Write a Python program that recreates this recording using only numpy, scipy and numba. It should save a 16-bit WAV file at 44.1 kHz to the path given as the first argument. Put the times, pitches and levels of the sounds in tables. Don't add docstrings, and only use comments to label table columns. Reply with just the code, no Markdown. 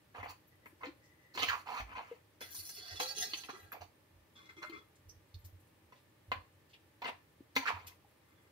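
import sys
import numpy as np
from scipy import signal
from scipy.fft import rfft, irfft, next_fast_len
from scipy.io import wavfile
from scipy.ndimage import uniform_filter1d
from numba import njit

SR = 44100
rng = np.random.default_rng(int(sys.argv[2]) if len(sys.argv) > 2 else 0)


def transcribe(u):
    v = np.clip(np.atleast_2d(u).T, -1, 1)
    q = np.round(v * 32767).astype(np.int16)
    wavfile.write(sys.argv[1], SR, q)


N = 375291
TIME = np.arange(N) / SR
FFT_SIZE = next_fast_len(N + SR)
FREQ = np.maximum(np.fft.rfftfreq(FFT_SIZE, 1 / SR), 1)


def gain(db):
    return 10 ** (np.asarray(db) / 20)


def normalize(x):
    return x / np.sqrt(np.mean(x ** 2))


def filtered(x, response):
    return irfft(rfft(x, FFT_SIZE) * response, FFT_SIZE)[..., :N]


def tone_filter(points):
    hz, db = np.transpose(points)
    curve_db = np.interp(np.log(FREQ), np.log(hz), db)
    cepstrum = irfft(np.log(gain(curve_db)), FFT_SIZE)
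    cepstrum[1:FFT_SIZE // 2] *= 2
    cepstrum[FFT_SIZE // 2 + 1:] = 0
    return np.exp(rfft(cepstrum))


def ring_filter(notes):
    return sum(gain(db) / (1 + 1j * (FREQ ** 2 - hz ** 2) / (FREQ * width)) for hz, width, db in notes)


def three_bands(x):
    cuts = [(2500, "low"), ((2500, 7000), "band"), (7000, "high")]
    return [signal.sosfilt(signal.butter(4, hz, kind, fs=SR, output="sos"), x) for hz, kind in cuts]


@njit
def moving_band(x, hz, width_hz):
    out, band_state, low_state = np.empty(len(x)), 0., 0.
    for i in range(len(x)):
        step, damping = np.tan(np.pi * hz[i] / SR), width_hz / hz[i]
        band = (band_state + step * (x[i] - low_state)) / (1 + step * (step + damping))
        band_state = 2 * band - band_state
        low_state += 2 * step * band
        out[i] = damping * band
    return out


def add(out, start_s, sound):
    start = max(int(start_s * SR), 0)
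    out[start:start + len(sound)] += sound[:N - start]


def push(length_s, rise_s, fade_db_per_s):
    t = TIME[:int((length_s + 60 / fade_db_per_s) * SR)]
    fade = gain(-fade_db_per_s * np.maximum(t - length_s, 0))
    return np.minimum(t / length_s, 1), np.minimum(t / rise_s, 1) * fade


def swell(t, rise_s):
    return t / rise_s * np.exp(1 - t / rise_s)


# pitch_hz, level_db
HISS_TONE = [(18, -58.5), (30, -50.5), (48, -17.5), (92, 1), (208, -11), (292, -11), (389, -12), (606, -12),
             (709, -23), (787, -15.5), (1170, -20), (1470, -22), (1820, -19.5), (6890, -33.5),
             (15500, -30.5)]
# pitch_hz, width_hz, level_db
HUM_NOTES = [(90.5, 8, -13), (311.3, 17, -14), (1185, 11, -24), (1754, 7.4, -21)]


def hiss_and_hum():
    middle, side, hum_noise = rng.standard_normal((3, N))
    side = filtered(side, FREQ / np.hypot(FREQ, 560))
    hiss = filtered(np.array([middle + side, middle - side]), tone_filter(HISS_TONE))
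    hum = filtered(hum_noise, ring_filter(HUM_NOTES))
    return gain(-67.5) * normalize(hiss) + gain(-76.5) * normalize(hum)


def tiny_pops(per_s, cycles):
    out = np.zeros(N)
    for when, pitch, size in rng.random((int(per_s * N / SR), 3)):
        hz = 450 * 24 ** pitch
        turns = hz * TIME[:int(cycles * SR / hz)]
        progress = turns / cycles
        ring = np.sin(2 * np.pi * turns * (1 + .1 * progress)) * gain(-50 * progress)
        add(out, when * N / SR, ring * hz * gain(12 * size))
    return normalize(out)


def slips(per_s, spread_db, hiss):
    slipping = rng.random(N) < per_s / SR
    clicks = slipping * gain(spread_db * np.clip(rng.standard_normal(N), -2, 2))
    return normalize(normalize(clicks - clicks.mean()) + hiss * rng.standard_normal(N))


def friction(body, slips_per_s):
    ringing = filtered(slips(slips_per_s, spread_db=5.3, hiss=.2), body)
    spectrum = signal.stft(ringing, nperseg=512)[2]
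    wander = rng.standard_normal(spectrum.shape)
    for axis in (0, 1, 0, 1):
        wander = uniform_filter1d(wander, size=3, axis=axis)
    return signal.istft(spectrum * gain(4.7 * normalize(wander)))[1][:N]


# start_s, length_s, contact, swell_db, low_db, middle_db, high_db, left_minus_right_db
SPATULA_PUSHES = [ (0.138, 0.069, "paste", 11, -55.5, -77, -75, -1.5),
                  (0.22, 0.042, "paste", 4, -59, -76, -73, 5),
                  (0.275, 0.033, "paste", 4, -58, -65.5, -61.5, -1),
                  (0.804, 0.054, "paste", 11, -57, -76, -77, -3),
                  (0.848, 0.01, "paste", 7, -55.5, -57, -68, -1),
                  (1.337, .03, "paste", 9, -57, -61, -55, -1),
                  (1.382, 0.048, "paste", 7.5, -45.5, -43, -52, -5),
                  (1.423, 0.05, "paste", -6, -45.5, -46.5, -54.5, -4),
                  (1.475, 0.027, "paste", -4, -50, -43.5, -51, -1.5),
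                  (1.51, .1, "paste", -10, -58.5, -69.5, -63, 1),
                  (1.659, 0.14, "paste", 14, -54, -59, -63, -0.5),
                  (1.86, 0.073, "paste", 12, -58, -80, -79, 0),
                  (1.95, 0.046, "paste", 2, -49, -63, -74, 0.5),
                  (2.013, .15, "paste", -9, -63, -81, -77, -1),
                  (2.404, 0.1, "rim", -16.5, -59, -61.5, -62, -1.5),
                  (2.5, 0.036, "rim", 2, -74, -63, -54.5, 0),
                  (2.546, 0.061, "rim", -12, -66.5, -55.5, -49.5, -2.5),
                  (2.625, 0.042, "rim", 6, -69, -63.5, -56, 0),
                  (2.681, 0.081, "rim", 5, -70, -56, -58.5, -0.5),
                  (2.759, 0.073, "rim", 0, -62, -56, -69.5, 2.5),
                  (2.827, 0.19, "rim", 4.5, -59.5, -55.5, -66, -1.5),
                  (2.994, 0.068, "wall", -15.5, -51, -46, -53.5, 0.5),
                  (3.072, 0.041, "wall", -2, -53, -47, -53.5, -1),
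                  (3.146, 0.076, "wall", 17, -55.5, -46.5, -53, -0.5),
                  (3.222, 0.11, "wall", -11, -57.5, -55, -62, 2),
                  (3.339, 0.077, "wall", -9, -62, -55, -61, -1.5),
                  (3.433, 0.037, "wall", -6, -61.5, -61.5, -67, 0.5),
                  (3.488, 0.016, "wall", -2, -58, -60, -72, -4),
                  (3.52, .03, "wall", -3, -59.5, -58, -73, -2),
                  (3.559, 0.14, "wall", -11, -66, -77, -76, -1.5),
                  (3.804, 0.016, "paste", 1, -66, -63.5, -62, -2),
                  (4.352, 0.11, "blade", -3, -63, -65, -90, 1.5),
                  (4.49, 0.034, "blade", -12, -60, -65.5, -87, -0.5),
                  (4.563, .04, "blade", -4, -65, -66.5, -85, -2),
                  (4.616, 0.075, "blade", -9, -59.5, -86, -78, 1),
                  (4.719, 0.077, "blade", -9, -55.5, -65, -88, 0.5),
                  (7.035, 0.051, "paste", -3, -45.5, -55, -67, 1),
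                  (7.551, 0.0073, "paste", 13.5, -60.5, -56, -48.5, 1),
                  (7.597, 0.039, "paste", 16, -56.5, -69, -68, -5),
                  (7.653, 0.051, "paste", 1, -45.5, -72, -56, -5.5),
                  (7.716, 0.2, "paste", -9, -63.5, -74, -78, 1.5),
                  (8.223, 0.25, "blade", 1.5, -78, -92.5, -99.5, -1)]


def scrape(contact, rubbing):
    powers = np.zeros((3, 2, N))
    for start_s, length_s, rubbed, swell_db, *band_dbs, left_minus_right_db in SPATULA_PUSHES:
        if rubbed == contact:
            progress, loudness = push(length_s, rise_s=0.0072, fade_db_per_s=646)
            pressure = loudness * gain(swell_db * (progress - .5))
            for (left, right), db in zip(powers, band_dbs):
                add(left, start_s, (pressure * gain(db + left_minus_right_db / 2)) ** 2)
                add(right, start_s, (pressure * gain(db - left_minus_right_db / 2)) ** 2)
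    shake_db = 1.28 * normalize(uniform_filter1d(rng.standard_normal(N), size=int(0.012 * SR)))
    parts = [np.sqrt(power) * normalize(band) for power, band in zip(powers, three_bands(rubbing))]
    return gain(shake_db) * sum(parts)


# pitch_hz, level_db
HEARD_PAN_TONE = [(71, -28), (120, -8), (160, -10), (276, -3.5), (432, -7.5), (498, -4.5), (829, -1.5),
                  (2920, -6), (3300, -9.5), (3810, -9), (4480, -10), (5380, -23), (6080, -25.5),
                  (8770, -41), (15500, -29.5)]
# pitch_hz, width_hz, level_db
PAN_NOTES = [(265.7, 11, 3), (500, 28, 1.5), (826, 43, -0.5), (1024, 88, 5.5), (1410, 25, -10),
             (1736, 100, 0), (2310, 69, -4), (2613, 59, -3.5), (3210, 95, -4), (3580, 41, 3),
             (4270, 230, 4.5), (6300, 120, -16)]


def full_pan():
    return tone_filter(HEARD_PAN_TONE) * (1 + gain(3) * ring_filter(PAN_NOTES))


def bottom_scrape():
    rubbing = friction(full_pan(), slips_per_s=1000)
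    films = filtered(tiny_pops(per_s=900, cycles=28), tone_filter(HEARD_PAN_TONE))
    return scrape("paste", normalize(rubbing) + normalize(films))


def rubbed_notes(rows, chatter, width_hz, blade_db):
    out = np.zeros(N)
    blade = gain(blade_db) * normalize(filtered(chatter, ring_filter([(2330, 350, 0)]) ** 2))
    for start_s, length_s, first_hz, last_hz, db in rows:
        progress, loudness = push(length_s, rise_s=0.21 * length_s, fade_db_per_s=806)
        span = slice(int(start_s * SR), int(start_s * SR) + len(progress))
        pitch_hz = first_hz * (last_hz / first_hz) ** progress
        ring = moving_band(chatter[span], pitch_hz, width_hz)
        ring = moving_band(ring, pitch_hz, 2 * width_hz)
        ring /= np.sqrt(np.average(ring ** 2, weights=loudness ** 2))
        add(out, start_s, (ring + blade[span]) * loudness * gain(db))
    return out


# start_s, length_s, first_hz, last_hz, level_db
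HOLLOW_SHOVES = [(0.144, 0.05, 1100, 830, -51.5), (0.238, 0.026, 750, 820, -48.5),
                 (0.28, 0.037, 885, 990, -56.5), (1.482, 0.029, 2010, 1410, -33),
                 (1.508, 0.031, 1340, 1140, -37.5), (1.541, 0.022, 1150, 1040, -43.5),
                 (1.655, 0.025, 1000, 910, -49), (1.678, 0.042, 900, 824, -43.5),
                 (1.725, 0.07, 940, 1180, -44), (1.965, 0.046, 855, 840, -47.5),
                 (3.486, .012, 1270, 1250, -45.5), (3.532, 0.034, 1250, 1190, -56.5),
                 (3.719, 0.0048, 1580, 1570, -45), (3.738, 0.035, 805, 680, -52.5),
                 (3.808, 0.016, 740, 794, -50), (4.616, 0.026, 1140, 1277, -45),
                 (6.316, 0.015, 1650, 1520, -45), (7.016, 0.021, 950, 890, -45),
                 (7.07, 0.029, 754, 695, -47), (7.652, 0.037, 1360, 1650, -34),
                 (7.682, 0.023, 1500, 1000, -34), (7.715, 0.06, 1060, 1020, -49.5)]


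def air_hollows(chatter):
    return rubbed_notes(HOLLOW_SHOVES, chatter, width_hz=360, blade_db=-11)


# pitch_hz, width_hz, level_db
WALL_NOTES = [(526, 66, -14), (804, 16.4, -0.5), (1320, 90, -10.5), (1632, 43, -5.5), (1840, 48, -12),
              (1967, 27, -3), (2540, 18, -30), (2800, 13, -6.5), (3345, 46, -5.5), (3988, 70, -2.5),
              (4230, 40, -2.5), (4530, 12, 2.5), (4900, 26, -8.5), (5413, 82, -7.5), (6045, 164, -9),
              (9830, 29, -8.5), (10600, 92, -18.5), (12900, 92, -30.5), (13600, 150, -9),
              (15280, 16.5, -9.5)]
# start_s, low_db, middle_db, high_db, wall_ring_db
SPATULA_KNOCKS = [(0.147, -55, -89, -90, -2), (0.229, -44.5, -75, -73, 2), (0.658, -54, -86, -67, -28),
                  (0.833, -43.5, -71, -71, -27), (1.375, -40.5, -44.5, -70, -15), (2.413, -49, -65, -58, 0),
                  (2.546, -60.5, -60, -50, 2), (2.690, -62.5, -55.5, -51, 8), (3.000, -38.5, -43.5, -48, 1),
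                  (3.334, -52, -38, -62, -20), (3.435, -61, -51.5, -70, -21), (3.491, -46, -63, -65, -14),
                  (3.725, -50, -61.5, -60.5, -3), (4.626, -59, -54.5, -79, 2), (4.696, -63, -59, -67, -27),
                  (5.922, -58, -75, -86, 3), (6.317, -33, -47, -60, -24), (7.019, -49.5, -55.5, -65.5, -31),
                  (7.054, -42.5, -52, -71, -19), (7.089, -45.5, -72, -69, -21),
                  (7.564, -31, -36.5, -48.5, -8)]


def knocks():
    out, t = np.zeros(N), TIME[:SR // 3]
    pan_ring = normalize(irfft(full_pan(), FFT_SIZE)[:len(t)])
    wall_ring = normalize(irfft(ring_filter(WALL_NOTES), FFT_SIZE)[:len(t)])
    hardest_db = max(row[1] for row in SPATULA_KNOCKS)
    for start_s, low_db, middle_db, high_db, wall_ring_db in SPATULA_KNOCKS:
        force = gain(.5 * (low_db - hardest_db))
        buzz = rng.standard_normal(len(t)) * gain(-60 * t / 0.027) * (1 - np.exp(-t * force / 0.00015))
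        strike = 1.56 * normalize(buzz) / np.sqrt(len(t))
        strike[0] += force
        knock = signal.fftconvolve(strike, pan_ring + gain(wall_ring_db) * wall_ring)[:len(t)]
        for band, db in zip(three_bands(knock), (low_db, middle_db, high_db)):
            add(out, start_s, band * gain(db) / np.std(band[:SR // 100]))
    return out


# start_s, bounce_db, sway_db
PAN_JOLTS = [(0.187, -49, -62), (0.281, -57, -72), (1.39, -54, -68), (1.476, -50.5, -61), (1.8, -50.5, -46),
             (1.922, -56.5, -63), (2.582, -57, -74), (2.916, -48.5, -61), (3.2, -59, -77),
             (3.628, -56, -73), (3.805, -51.5, -71), (4.136, -61, -66), (5.056, -53, -64),
             (5.147, -57, -70.5), (5.34, -44, -58), (5.441, -48, -68.5), (5.525, -50.5, -68),
             (6.281, -50, -64), (6.357, -48, -62), (7.571, -64, -75), (7.734, -46, -72),
             (7.846, -56.5, -72)]


def pan_rocking(bounce_hz=90.7, sway_hz=55.6):
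    out, t = np.zeros(N), TIME[:SR // 4]
    bounce = np.sin(2 * np.pi * bounce_hz * t) * swell(t, rise_s=0.016)
    sway = np.sin(2 * np.pi * sway_hz * t) * swell(t, rise_s=0.025)
    for start_s, bounce_db, sway_db in PAN_JOLTS:
        add(out, start_s, gain(bounce_db) * bounce + gain(sway_db) * sway)
    return out


# start_s, pitch_hz, width_hz, level_db, rise_s
WET_SQUELCHES = [(0.472, 13400, 4000, -72, 0.0054), (0.662, 10900, 9000, -72.5, 0.013),
                 (1.029, 5650, 2500, -75.5, 0.016), (2.075, 2940, 500, -74, 0.022),
                 (3.718, 13300, 2970, -49, 0.0024), (4.955, 6450, 4000, -70.5, 0.0033),
                 (5.085, 13000, 5000, -71, .006), (5.09, 5720, 900, -61, 0.006),
                 (5.34, 14000, 3000, -72, 0.0054), (5.341, 4220, 900, -56.5, 0.0025),
                 (5.385, 13700, 4170, -73, .006), (5.442, 5700, 5020, -64.5, 0.0073),
                 (5.446, 13500, 5000, -61, 0.0066), (5.597, 11040, 7100, -74, 0.0061),
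                 (5.668, 9030, 6100, -78.5, 0.0054), (5.951, 2800, 2480, -74, 0.015),
                 (6.692, 3240, 2500, -70.5, .01), (6.731, 2840, 1080, -59.5, 0.0068),
                 (7.064, 8600, 3000, -67, 0.0078), (7.078, 2430, 875, -43.5, 0.0045),
                 (7.668, 2110, 1070, -38, 0.01), (7.866, 3950, 5040, -52.5, 0.0066),
                 (7.869, 12800, 5000, -49.5, 0.0022)]


def squelches():
    out, t = np.zeros(N), TIME[:SR // 5]
    for start_s, hz, width_hz, db, rise_s in WET_SQUELCHES:
        pitch_hz = np.full(len(t), hz)
        fizz = rng.standard_normal(len(t)) * rng.exponential(size=len(t))
        fizz = moving_band(fizz, pitch_hz, width_hz)
        fizz = moving_band(fizz, pitch_hz, 2 * width_hz)
        add(out, start_s, normalize(fizz) * gain(db) * swell(t, rise_s))
    return out


# start_s, length_s, level_db
BLADE_SQUEAKS = [(0.51, .04, -76), (0.615, .04, -74), (0.998, 0.16, -75.5), (1.17, 0.18, -74)]


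def squeaks(chatter, pitch_hz=1950):
    rows = [(start_s, length_s, pitch_hz, pitch_hz, db) for start_s, length_s, db in BLADE_SQUEAKS]
    return rubbed_notes(rows, chatter, width_hz=120, blade_db=-22)


# start_s, pitch_hz, level_db, fade_s (time to drop 60 dB)
PLOPS_AND_RINGS = [(0.727, 328, -48, 0.039), (0.84, 497, -44.5, 0.17), (0.867, 287, -39, 0.1),
                   (0.882, 323, -39.5, 0.084), (1.358, 370, -40.5, 0.068), (1.398, 290, -54, 0.3),
                   (2.113, 470, -30.5, 0.06), (3.001, 492, -41.5, 0.36), (3.333, 324, -42, 0.063),
                   (3.531, 371, -45.5, 0.13), (3.742, 724, -32, 0.029), (3.815, 606, -39.5, 0.026),
                   (4.581, 326, -49, 0.17), (4.64, 598, -43, 0.067), (4.695, 332, -38.5, 0.078),
                   (4.744, 332, -67, 0.072), (7.406, 284, -30.5, 0.02), (7.567, 266.6, -37, 0.15),
                   (8.045, 805, -50, 0.046)]


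def plops_and_rings():
    out, t = np.zeros(N), TIME[:SR // 4]
    for start_s, hz, db, fade_s in PLOPS_AND_RINGS:
        note = np.sin(2 * np.pi * hz * t * (1 + 0.41 * t))
        add(out, start_s, note * gain(db - 60 * t / fade_s) * (1 - np.exp(-t / 0.0045)))
    return out


# pitch_hz, level_db
HEARD_METAL_TONE = [(88, -68), (150, 11), (462, 10.5), (500, -6), (708, 15), (796, 12.5), (985, -27),
                    (1320, -7), (2270, 9.5), (4390, 9), (8010, -7), (9730, 8.5), (15500, -13)]
# pitch_hz, width_hz, level_db
EDGE_NOTES = [(1590, 130, -10.5), (2090, 180, -12), (2740, 20, -18), (3440, 20, 1), (4147, 33, 5),
              (4460, 85, 2.5), (4780, 54, 0), (5200, 440, -3.5), (5670, 280, -8), (6820, 100, -8),
              (9700, 59, 0), (9350, 110, -2), (10930, 130, -3.5), (12140, 50, 1), (13600, 260, -13),
              (14300, 180, -3)]


def metal_scrapes():
    metal = gain(-28) * tone_filter(HEARD_METAL_TONE)
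    rim = scrape("rim", friction(ring_filter(EDGE_NOTES) + metal, slips_per_s=800))
    wall = scrape("wall", friction(ring_filter(WALL_NOTES) + metal, slips_per_s=700))
    return rim + wall


# pitch_hz, width_hz, level_db
BLADE_NOTES = [(332, 79, 5.5), (1112, 98, 5), (1270, 82, 6), (2097, 9.6, 16.5), (3363, 44, 8),
               (4000, 70, -9), (4720, 71, -19), (6500, 47, -30)]


def blade_scrape():
    return scrape("blade", friction(ring_filter(BLADE_NOTES), slips_per_s=1000))


def kitchen(x, left_delay_s, near_db, room_db):
    t = TIME[:SR // 2]
    direct = np.exp(-2j * np.pi * FREQ * np.array([[left_delay_s], [0]]))
    tail = 0
    for db, fade_s in ((near_db, 0.067), (room_db, 0.25)):
        build_up = 1 - np.exp(-t / (0.057 * fade_s))
        echoes = rng.standard_normal((2, len(t))) * gain(-60 * t / fade_s) * build_up
        tail += gain(db) * normalize(echoes) / np.sqrt(len(t))
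    scatter = FREQ ** 2 / (FREQ ** 2 + 220 ** 2)
    return filtered(x, direct + scatter * rfft(tail, FFT_SIZE))


# pitch_hz, left_minus_right_db
SIDE_BALANCE = [(100, -2.5), (400, 3.5), (1000, -2.5), (2200, 5.5), (4300, -7), (6500, -3), (9000, 2),
                (14000, 9.5)]


def scene():
    bottom = bottom_scrape()
    bright = metal_scrapes() + blade_scrape()
    hits = knocks()
    chatter = slips(per_s=800, spread_db=4, hiss=.25)
    stirring = kitchen(bottom + hits, left_delay_s=0.0002, near_db=0, room_db=-6.5)
    bright += squeaks(chatter) + squelches()
    simmer = gain(-90.5) * tiny_pops(per_s=150, cycles=24)
    stirring += kitchen(bright + simmer, left_delay_s=0.000255, near_db=0.5, room_db=-7.5)
    deep = plops_and_rings() + pan_rocking()
    stirring += kitchen(deep, left_delay_s=0.00008, near_db=-12.5, room_db=-12)
    stirring = filtered(stirring, tone_filter(SIDE_BALANCE) ** np.array([[.5], [-.5]]))
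    hollows = kitchen(air_hollows(chatter), left_delay_s=0.00016, near_db=-7, room_db=-11)
    hollows *= gain([[-4.5], [1.5]])
    return stirring + hollows + hiss_and_hum()


def record(dry):
    return signal.sosfilt(signal.ellip(10, .2, 70, 15650, fs=SR, output="sos"), dry)


dry = scene()
out = record(dry)
transcribe(out)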